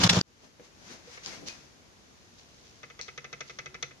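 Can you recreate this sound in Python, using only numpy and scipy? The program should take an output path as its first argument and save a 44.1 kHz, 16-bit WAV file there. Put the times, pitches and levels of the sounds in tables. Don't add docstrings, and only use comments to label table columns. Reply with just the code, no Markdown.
import sys
import numpy as np
from scipy import signal
from scipy.fft import rfft, irfft, next_fast_len
from scipy.io import wavfile
from scipy.ndimage import map_coordinates

SR = 44100
rng = np.random.default_rng(int(sys.argv[2]) if len(sys.argv) > 2 else 0)


def put_to_file(sound):
    columns = np.atleast_2d(sound).T
    safe = np.clip(columns, -1, 1)
    whole_steps = np.round(safe * 32767)
    wavfile.write(sys.argv[1], SR, whole_steps.astype(np.int16))


N = 176400
T = np.arange(SR // 3) / SR

# (frequency [Hz], level [dB])
BENCH_SPECTRUM = [(300, -14), (480, 2), (730, -6.5), (950, -16), (1270, -1.5), (2300, 1), (2900, -8.5),
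                  (6100, -19), (8000, -54)]
# (frequency [Hz], level [dB])
SCRAPE_SPECTRUM = [(900, -18), (2600, -4.5), (4500, -1.5), (6200, 0), (8000, -20), (12000, -32)]
# (frequency [Hz], correlation [-])
TESTER_COHERENCE = [(600, 0.9), (1250, 0.075), (2500, 0.14)]
# (frequency [Hz], correlation [-])
SHOP_COHERENCE = [(400, 0.43), (1250, -0.22), (6000, 0.012)]


def amp(db):
    return 10 ** (np.asarray(db) / 20)


def unit(x):
    return x / np.sqrt(np.mean(x ** 2) + 1e-20)


def along(points, hz):
    f, v = np.transpose(points)
    return np.interp(np.log(hz + 1), np.log(f + 1), v)


def level(rows):
    return amp(np.interp(np.arange(N) / SR, *np.transpose(rows)))


def swells(rows):
    t = np.arange(N) / SR
    gains = (amp(db) * np.exp(-np.maximum((s - t) / rise, (t - s) / fall)) for s, rise, fall, db in rows)
    return np.sqrt(sum(gain ** 2 for gain in gains))


def wobble(rate):
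    return map_coordinates(rng.standard_normal(N // 20), [np.arange(N) * rate / SR], mode="wrap")


def panned(x, db):
    return x * amp(db * np.array([[.5], [-.5]]))


def filtered(x, response):
    n = x.shape[-1]
    m = next_fast_len(n + SR // 10)
    return irfft(rfft(x, m) * response(np.fft.rfftfreq(m, 1 / SR)), m)[..., :n]


def noise(spectrum, coherence, size=N):
    def response(hz):
        angle = np.arccos(np.clip(along(coherence, hz), -1, 1)) / 2
        return amp(along(spectrum, hz)) * [np.cos(angle), np.sin(angle)]
    mid, side = filtered(rng.standard_normal((2, size)), response)
    return unit(np.array([mid + side, mid - side]))


def burst(rise, hold, t60):
    return (1 - np.exp(-T / rise)) * amp(-60 * np.maximum(T - hold, 0) / t60)


def ring(modes, rise, coherence):
    out = 0
    for hz, db, t60 in modes:
        spread = np.arccos(np.clip(along(coherence, hz), -1, 1))
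        phase = rng.uniform(0, 2 * np.pi) + np.array([[.5], [-.5]]) * spread
        out = out + amp(db) * burst(rise, 0, t60) * np.sin(2 * np.pi * hz * T + phase)
    return out


def add(track, s, sound):
    i = round(s * SR)
    part = sound[:, max(-i, 0):max(N - i, 0)]
    track[:, max(i, 0):max(i, 0) + part.shape[1]] += part


def room(x, wet_db):
    # (frequency [Hz], T60 [s])
    decay_times = [(5000, 0.24), (11000, 0.18)]
    hz, t, spectra = signal.stft(rng.standard_normal((2, SR // 2)), SR, nperseg=256)
    decay = amp(-60 * t / along(decay_times, hz)[:, None])
    onset = 1 - np.exp(-t / .005)
    tail = signal.istft(spectra * decay * onset, SR, nperseg=256)[1]
    return x + amp(wet_db) * signal.fftconvolve(x, tail / np.linalg.norm(tail[0]), axes=1)[:, :N]


def hush():
    # (frequency [Hz], level [dB])
    spectrum = [(22, -35), (50, -6), (250, -9), (620, -15), (950, -17), (3500, -21.5), (6600, -20.5),
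                (8000, -34.5), (12500, -36.5)]
    # (time [s], gain [dB])
    fade = [(.22, -20), (.28, -5), (.8, -1), (4, -0.5)]
    return panned(amp(-56.5) * level(fade) * noise(spectrum, SHOP_COHERENCE), db=1.5)


def hum():
    # (peak time [s], rise [s], fall [s], level [dB])
    swell = [(3.7, 0.32, 0.26, -59.5)]
    pitch_hz = 370
    return swells(swell) * np.sin(2 * np.pi * pitch_hz * np.arange(N) / SR + .5 * wobble(20))


def friction(strokes, spectrum, grain_db, grain_hz):
    return swells(strokes) * unit(noise(spectrum, SHOP_COHERENCE) * amp(grain_db * wobble(grain_hz)))


def clothes():
    # (peak time [s], rise [s], fall [s], level [dB])
    swishes = [(.45, 0.056, 0.036, -57), (.65, 0.028, 0.036, -55.5), (.925, 0.075, 0.046, -46),
               (1.15, 0.081, 0.05, -48), (1.272, 0.022, 0.095, -43.5), (1.345, 0.091, 0.049, -46.5),
               (1.485, 0.025, 0.11, -47)]
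    # (frequency [Hz], level [dB])
    spectrum = [(200, -13), (500, -4), (1200, -0.5), (2300, 0.5), (3000, -3.5), (6300, 0.5), (8000, -16),
                (12300, -24.5)]
    return friction(swishes, spectrum, grain_db=0.47, grain_hz=450)


def grip():
    # (peak time [s], rise [s], fall [s], level [dB])
    rubs = [(.44, 0.016, 0.034, -52.5), (.6, 0.0042, 0.033, -51.5), (.92, 0.1, 0.11, -54.5),
            (1.285, 0.027, 0.18, -49.5), (1.428, 0.016, 0.051, -46.5), (1.474, 0.015, 0.011, -49.5)]
    # (frequency [Hz], level [dB])
    spectrum = [(60, -18.5), (140, -2.5), (240, 1), (650, -6), (3000, -38)]
    return friction(rubs, spectrum, grain_db=0.99, grain_hz=49.54)


def pump_stroke():
    # (peak time [s], rise [s], fall [s], level [dB])
    scrapes = [(1.238, .004, 0.033, -43.5), (1.474, .006, 0.023, -36), (2.39, 0.012, .03, -55.5),
               (2.68, 0.4, 0.23, -59.5), (3.02, 0.0081, 0.13, -55.5), (3.51, 0.12, 0.066, -55.5)]
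    return friction(scrapes, SCRAPE_SPECTRUM, grain_db=2.9, grain_hz=310)


def snaps_and_clinks():
    # (time [s], level [dB])
    snaps = [(1.2609, -29.5), (1.4852, -30.5), (3.013, -28.5)]
    # (time [s], frequency [Hz], level [dB])
    clinks = [(1.321, 2125, -42), (1.492, 2485, -37.5)]
    out = np.zeros((2, N))
    for s, db in snaps:
        snap = noise(SCRAPE_SPECTRUM, SHOP_COHERENCE, len(T)) * burst(0.000081, 0.0011, t60=0.0012)
        add(out, s, amp(db) * snap)
    for s, hz, db in clinks:
        add(out, s, ring([(hz, db, 0.057)], 0.00084, SHOP_COHERENCE))
    return room(out, wet_db=-4.0)


def lever():
    # (time [s], ring level [dB], rattle level [dB])
    knocks = [(.595, -48.5, -54.5), (1.072, -48, -62), (1.174, -60, -42.5)]
    # (frequency [Hz], level [dB], T60 [s])
    modes = [(487, 5, 0.13), (562, -8.5, 0.23)]
    out = np.zeros((2, N))
    for s, ring_db, rattle_db in knocks:
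        add(out, s, amp(ring_db) * ring(modes, 0.004, TESTER_COHERENCE))
        rattle = noise(BENCH_SPECTRUM, SHOP_COHERENCE, len(T)) * burst(0.0011, 0.0032, t60=0.063)
        add(out, s, amp(rattle_db) * rattle)
    return room(out, wet_db=-11)


def engine():
    # (time [s], clack level [dB], boom level [dB], thump level [dB], thud level [dB])
    firings = [(-.024, -28, -19.5, -27, -48), (.034, -15, -13, -18, -31), (.093, -11, -13, -33, -38),
               (.157, -28.5, -13, -16.5, -23)]
    # (frequency [Hz], level [dB], T60 [s])
    metal_modes = [(3520, -7.5, 0.093), (5594, -7.5, .12)]
    # (frequency [Hz], level [dB])
    clatter_spectrum = [(25, -40.5), (70, -10.5), (170, -7), (400, -16), (1500, -14.5), (2000, -20),
                        (3500, -16), (6700, -19), (8200, -37), (12500, -46)]
    clack_spectrum = [(400, -16), (1300, -3.5), (3300, 1.5), (5500, 0.5), (8500, -16), (12000, -26)]
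    block_spectrum = [(150, -20), (450, 9), (1100, 7), (2500, -36)]
    # (frequency [Hz], correlation [-])
    coherence = [(150, 0.99), (500, 0.86), (1200, 0.29), (5000, 0.022)]
    # (frequency [Hz], left minus right [dB])
    balance = [(400, 0.5), (2100, -1.5), (3800, 2), (8000, 3)]
    # (time [s], gain [dB])
    envelope = [(.076, 1), (.082, -18), (.089, -10.5), (.093, -2), (.192, -0.5), (.203, -14), (.21, -9),
                (.2135, 10), (.216, -49), (.23, -120)]
    boom_hz, thump_hz, boom_delay_s = 177.8, 108.4, 0.0107
    low_rise_s, low_t60 = 0.0035, 0.13
    out = amp(-25.5) * noise(clatter_spectrum, coherence) * amp(2.9 * wobble(200.4))
    for s, clack_db, boom_db, thump_db, thud_db in firings:
        clack = noise(clack_spectrum, coherence, len(T)) * burst(0.0019, 0.0055, t60=0.049)
        add(out, s, amp(clack_db) * (clack + ring(metal_modes, 0.002, coherence)))
        boom = ring([(boom_hz, boom_db, low_t60), (thump_hz, thump_db, low_t60)], low_rise_s, coherence)
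        thud = amp(thud_db) * noise(block_spectrum, coherence, len(T)) * burst(low_rise_s, 0, low_t60)
        add(out, s + boom_delay_s / 2, thud)
        add(out, s + boom_delay_s, boom)
    add(out, .212, ring([(4750, -17, .015)], 0.00056, coherence))
    return filtered(out, lambda hz: panned(1, along(balance, hz))) * level(envelope)


def injector():
    # (time [s], level [dB])
    pops = [(2.831, -36.5), (2.9000, -41), (2.9911, -35), (3.0810, -34.5), (3.1764, -32.5), (3.243, -35),
            (3.328, -32.5), (3.4063, -31), (3.496, -36), (3.5870, -31), (3.6586, -33.5), (3.7434, -34),
            (3.8261, -27.5), (3.9083, -44)]
    # (frequency [Hz], level [dB], T60 [s])
    stand_modes = [(137, -7, 0.21), (498, 0, 0.081), (1316, 2, 0.066), (2040, 13, 0.042), (2210, 2, 0.073),
                   (2557, 4, 0.061)]
    # (frequency [Hz], level [dB])
    holder_modes = [(1230, -0.5), (1550, -22), (2120, -1), (2420, -7), (3480, -3.5), (5470, -16),
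                    (6050, -14)]
    # (frequency [Hz], level [dB])
    needle_spectrum = [(500, -14), (2000, -23), (3500, 7), (4900, -3), (6050, 7.5), (7000, -13.5),
                       (8200, -26.5), (12000, -34.5)]
    # (frequency [Hz], left minus right [dB])
    balance = [(2300, -0.5), (3600, 2.5), (5000, 3.5), (6200, 11)]
    holder_t60, stand_delay_s = 0.024, 0.004506
    share = 0.66
    stand = amp(-12.5) * ring(stand_modes, .0012, TESTER_COHERENCE)
    repeated = np.sqrt(share) * noise(BENCH_SPECTRUM, TESTER_COHERENCE, len(T))
    crack = ring([(hz, db, holder_t60) for hz, db in holder_modes], 0.002, TESTER_COHERENCE)
    median_db = np.median([db for s, db in pops])
    out = np.zeros((2, N))
    for s, db in pops:
        fresh = np.sqrt(1 - share) * noise(BENCH_SPECTRUM, TESTER_COHERENCE, len(T))
        bench = amp(-8.5) * (repeated + fresh) * burst(0.00047, 0.011, t60=0.038)
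        snap = noise(needle_spectrum, TESTER_COHERENCE, len(T)) * burst(0.0011, 0.0007, t60=0.024)
        snap_db = median_db - 5 + 2.3 * (db - median_db)
        add(out, s, amp(db) * (crack + bench) + amp(snap_db) * snap)
        add(out, s + stand_delay_s, amp(db) * stand)
    out = filtered(out, lambda hz: panned(0.96, along(balance, hz)))
    return room(out, wet_db=-12)


def scene():
    out = hush() + engine() + injector() + hum() + lever()
    rustle = clothes() + grip()
    return out + pump_stroke() + panned(rustle + snaps_and_clinks(), db=4)


def record(dry):
    return filtered(dry, lambda hz: hz < 12650)


dry = scene()
out = record(dry)
put_to_file(out)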